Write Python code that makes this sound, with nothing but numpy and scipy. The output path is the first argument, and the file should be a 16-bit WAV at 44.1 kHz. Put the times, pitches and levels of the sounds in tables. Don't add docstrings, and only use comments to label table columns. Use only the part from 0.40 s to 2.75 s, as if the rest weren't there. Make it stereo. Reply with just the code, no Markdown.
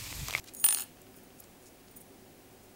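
import sys
import numpy as np
from scipy import signal
from scipy.fft import rfft, irfft
from scipy.io import wavfile

SR = 44100
rng = np.random.default_rng(int(sys.argv[2]) if len(sys.argv) > 2 else 0)


def pcm_store(signal):
    levels = np.round(np.clip(np.atleast_2d(signal), -1, 1) * 32767)
    wavfile.write(sys.argv[1], SR, levels.astype(np.int16).T)


N = 103635

# start in seconds, click level in dB,
# then the levels of the ring's low, middle and top mode in dB.
SLIPS = [(0.1375, -22, -68, -65, -56), (.1490, -13.5, -54, -55, -49), (0.1673, -23, -45, -46.5, -54),
         (.1990, -16, -45.5, -41, -41)]
# start in seconds, click level in dB, wood level in dB relative
# to the click, then the levels of the ring's low, middle and top mode in dB.
BOUNCES = [(.2420, 3, 0.5, -50, -18.5, -19), (0.2638, -4.5, 3, -45, -28.5, -32),
           (0.2877, 3.5, -5, -49, -25, -45.5), (0.3076, -2.5, -5.5, -44, -28.5, -36),
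           (0.3255, -2, 0.5, -37.5, -28.5, -30), (0.3473, -0.5, -7.5, -44, -38, -39),
           (.3575, -26, -2, -51, -33, -40), (.3715, -31, 23.5, -42, -32, -39),
           (.3799, -16, -5, -42.5, -37, -40), (0.3859, -10.5, 1.5, -45, -45, -39),
           (.3974, -9.5, -3, -50, -64, -40), (0.4054, -11, -0.5, -43, -36, -36),
           (0.414, -22.5, 1.5, -45, -51, -34), (.4214, -13, -5, -56, -47, -39),
           (.4248, -24.5, 9.5, -50.5, -43, -51), (0.432, -27, 4, -58.5, -54, -44),
           (0.436, -28, 3, -60, -45, -45), (.4400, -36, 2, -59, -55, -52.5)]
REST_S = 0.431


def falling_ring():
    mode_hz = [6722, 9318, 14900]
    # T60 in flight in seconds, left minus right level in dB.
    mode_decay_and_pan = [(0.14, -3.5), (0.85, -3), (1, -1)]
    build_s, release_s = 0.001, 0.0039
    split_hz, twin_db = 47, -12
    left_lag_s = .000007
    touches, t, out = SLIPS + BOUNCES, np.arange(N) / SR, np.zeros((2, N))
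    ends = [row[0] for row in touches[1:]] + [REST_S]
    for row, end in zip(touches, ends):
        start, mode_db = row[0], row[-3:]
        span = slice(int(start * SR), int(end * SR) + SR // 20)
        age = t[span] - start - np.array([[left_lag_s], [0]])
        build = 1 - np.exp(-np.abs(age) / build_s)
        release = np.exp(-np.maximum(t[span] - end, 0) / release_s)
        for hz, (t60, pan_db), db in zip(mode_hz, mode_decay_and_pan, mode_db):
            phase, twin_phase = rng.random(2)
            tone = np.sin(2 * np.pi * (hz * age + phase))
            twin = from_db(twin_db) * np.sin(2 * np.pi * ((hz + split_hz) * age + twin_phase))
            envelope = from_db(db) * build * release * dying(age, t60)
            out[:, span] += panned(pan_db) * envelope * (tone + twin)
    return out


def contacts():
    thin = signal.butter(2, 7050, "high", fs=SR, output="sos")
    on_metal = signal.sosfilt(thin, hard_click(impulses(*np.transpose(SLIPS)[:2])))
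    on_wood = hard_click(impulses(*np.transpose(BOUNCES)[:2]) + rim_chatter())
    return on_metal + on_wood


def hard_click(hits):
    # frequency in Hz, gain in dB.
    click_spectrum = [(150, -38), (330, -8.5), (520, -17), (750, -7), (1500, -15), (2200, -10),
                      (2900, -4.5), (4300, 1), (5700, -5), (7500, 2.5), (9700, 3), (11800, 2),
                      (12700, -2.5), (15000, -12), (15600, -19)]
    spike = from_db(-2.8) * panned(-2) * hits
    energy_fade = dying(np.arange(N) / SR - .0003, t60=.006) ** 2
    scatter_envelope = np.sqrt(np.abs(convolve(hits ** 2, energy_fade / energy_fade.sum())))
    scatter = from_db(-3) * scatter_envelope * stereo_noise(alike=0.33)
    return coloured(spike + scatter, click_spectrum)


def rim_chatter(from_s=.35, per_s=400, level_db=-28, spread_db=3):
    t = np.arange(N) / SR
    touching = (rng.random(N) < per_s / SR) & (t > from_s) & (t < REST_S)
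    return touching * from_db(level_db + spread_db * rng.standard_normal(N))


def table_top(spread_db=2.5, low_cut_hz=603):
    # frequency in Hz, gain in dB, T60 in seconds.
    wood_modes = [(779, -40, 0.037), (940, -34, 0.014), (1400, -32, 0.016), (1724, -36.5, 0.03),
                  (2250, -42.5, 0.034), (2600, -30, 0.015), (3080, -25.5, 0.0086), (3287, -37, 0.028),
                  (4406, -29.5, 0.01), (5146, -31.5, 0.015)]
    # start in seconds, strength in dB.
    taps = [(.570, -29.5), (0.585, -30), (.668, -27.5), (.742, -29.5), (.786, -28.5), (.904, -32.5),
            (.926, -35), (1.023, -28), (1.043, -36), (1.482, -36)]
    bounces = [(start, click_db + wood_db) for start, click_db, wood_db, *_ in BOUNCES]
    starts, knock_db = np.transpose(bounces + taps)
    spot_db = spread_db * rng.standard_normal((len(starts), len(wood_modes), 2))
    wood = np.zeros((2, N))
    for side in range(2):
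        for k, (hz, mode_db, t60) in enumerate(wood_modes):
            knocks = impulses(starts, knock_db + mode_db + spot_db[:, k, side])
            wood[side] += (-1) ** k * resonate(knocks, hz, t60)
    return signal.sosfilt(signal.butter(4, low_cut_hz, "high", fs=SR, output="sos"), wood)


def table_thud():
    return from_db(-46) * resonate(impulses(*np.transpose(BOUNCES)[:2]), hz=296, t60=0.028)


def finger_scuffs(grain_depth=0.46, size=8192):
    # start in seconds, length in seconds, level in dB,
    # band centre in Hz, half-width in octaves.
    rubs = [(0.04, 0.008, -47, 5300, 4.5), (0.056, 0.032, -54.5, 4070, 1.4),
            (0.081, 0.017, -46.5, 3700, 1.34), (0.137, 0.014, -45.5, 11800, .45),
            (.180, 0.022, -50, 11900, 1.2), (0.615, .006, -53, 11000, 0.86),
            (0.748, 0.058, -59.5, 9500, 0.98), (0.984, .026, -55, 8440, 0.65),
            (1.0018, 0.0031, -41, 12900, .4), (1.038, 0.0056, -54.5, 6000, 0.76),
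            (1.218, 0.063, -62.5, 8000, 0.86), (1.26, 0.032, -60.5, 7050, .6),
            (1.479, 0.0081, -58, 4000, 1.35), (1.558, 0.022, -53, 10700, 0.5),
            (1.601, 0.021, -54.5, 11000, .6), (2.233, .006, -61, 8000, 0.56)]
    out, hz = np.zeros((2, N + size)), np.linspace(1, SR / 2, size // 2 + 1)
    noise = stereo_noise(alike=0.66)
    grain = rms_one(np.exp(grain_depth * np.repeat(rng.standard_normal(N), 32)[:N]))
    friction = np.pad(noise * grain, ((0, 0), (0, size)))
    lead = size // 8
    for start, length, db, centre_hz, octaves in rubs:
        first = int(start * SR) - lead
        span = slice(first, first + size)
        progress = np.clip((np.arange(size) - lead) / (length * SR), 0, 1)
        swell = np.sqrt(np.abs(np.sin(np.pi * progress)))
        band = rms_one(1 / (1 + (np.log2(hz / centre_hz) / octaves) ** 4))
        out[:, span] += from_db(db) * irfft(rfft(friction[:, span] * swell) * band)
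    return out[:, :N]


def held_rings():
    # start in seconds, strength in dB.
    clinks = [(.735, -54), (0.764, -47.5), (.834, -50), (1.0037, -57), (1.512, -48.5), (1.564, -46),
              (1.570, -37.5), (1.606, -51), (2.238, -54)]
    # frequency in Hz, gain in dB, T60 in seconds.
    held_modes = [(6770, -19, 0.066), (9080, -11, 0.14), (14900, -2, 0.046)]
    hits = impulses(*np.transpose(clinks))
    return sum(from_db(db) * resonate(hits, hz, t60) for hz, db, t60 in held_modes)


def room(knocks, singing):
    # frequency in Hz, gain in dB.
    room_colour = [(200, -1), (1000, 3), (3000, 1), (8000, -3), (15000, 2)]
    early = from_db(-14.5) * echoes(knocks, t60=0.024, delay_s=0.0019, alike=1.0)
    late = echoes(from_db(-13) * knocks + from_db(-26) * singing, t60=0.31, delay_s=0.0084, alike=0.9)
    dull_knocks = signal.sosfilt(signal.butter(2, 3430, fs=SR, output="sos"), knocks)
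    afterglow = from_db(-20) * echoes(dull_knocks, t60=1, delay_s=.02, alike=0.22)
    return coloured(early + late, room_colour) + afterglow


def room_tone():
    # frequency in Hz, relative level in dB.
    air_spectrum = [(15, -15), (25, -12), (53, -7.5), (71, -11.5), (91, -12), (274, -3.5), (322, -8.5),
                    (349, -5), (378, -2), (421, -11.5), (509, -8), (582, -10.5), (703, -11.5),
                    (1270, -18.5), (2420, -19), (3720, -23.5), (15500, -26)]
    # frequency in Hz, correlation.
    likeness = [(60, 0.97), (150, 0.86), (380, 0.82), (950, 0.077), (2380, 0.1), (5980, 0.47),
                (15000, 0.76)]
    # frequency in Hz, RMS level in dB.
    hum_tones = [(100, -70), (251, -69.5), (380, -70.5), (716, -74.5), (768, -75.5), (15625, -72.5)]
    hz, t = np.fft.rfftfreq(N, 1 / SR), np.arange(N) / SR
    noise = stereo_noise(at_hz(likeness, hz))
    air = rms_one(irfft(rfft(noise) * from_db(at_hz(air_spectrum, hz)), N))
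    hum = np.zeros(N)
    for tone_hz, db in hum_tones:
        wander_rad = signal.resample(rng.standard_normal(16), N)
        hum += from_db(db) * np.sqrt(2) * np.sin(2 * np.pi * tone_hz * t + wander_rad)
    return from_db(-55) * air + hum


def from_db(db):
    return 10 ** (np.asarray(db) / 20)


def rms_one(x):
    return x / np.sqrt(np.mean(x ** 2) + 1e-20)


def at_hz(points, hz):
    point_hz, values = np.transpose(points)
    return np.interp(np.log(hz + 1), np.log(point_hz), values)


def panned(db):
    return from_db(np.array([[db], [-db]]) / 2)


def impulses(times, db):
    out = np.zeros(N)
    out[np.round(np.asarray(times) * SR).astype(int)] = from_db(db)
    return out


def convolve(x, response):
    return signal.fftconvolve(np.atleast_2d(x), np.atleast_2d(response), axes=-1)[:, :N]


def coloured(x, spectrum, size=2048):
    gain = from_db(at_hz(spectrum, np.linspace(0, SR / 2, size // 2 + 1)))
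    cepstrum = irfft(np.log(gain))
    cepstrum[1:size // 2] *= 2
    cepstrum[size // 2 + 1:] = 0
    return convolve(x, irfft(np.exp(rfft(cepstrum))))


def resonate(x, hz, t60):
    radius, angle = from_db(-60 / (t60 * SR)), 2 * np.pi * hz / SR
    return signal.lfilter([0, np.sin(angle)], [1, -2 * radius * np.cos(angle), radius ** 2], x + 1e-18)


def dying(t, t60):
    return (t >= 0) * np.exp(-np.log(1000) * np.maximum(t, 0) / t60)


def stereo_noise(alike):
    mid, side = rfft(rng.standard_normal((2, N)))
    alike = np.clip(alike, -.99, .99)
    return irfft(np.sqrt((1 + alike) / 2) * mid + np.sqrt((1 - alike) / 2) * side * [[1], [-1]], N)


def echoes(x, t60, delay_s, alike):
    fade = dying(np.arange(N) / SR - delay_s, t60)
    return convolve(x, stereo_noise(alike) * fade / np.linalg.norm(fade))


def scene():
    knocks = contacts() + table_top() + table_thud() + finger_scuffs()
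    singing = falling_ring() + held_rings()
    return knocks + singing + room(knocks, singing) + room_tone()


def record(dry, cutoff_hz=15850):
    low_pass = signal.firwin(401, cutoff_hz, fs=SR, window=("kaiser", 7))
    return signal.fftconvolve(dry, low_pass[None], "same", axes=-1)


dry = scene()
out = record(dry)
pcm_store(out)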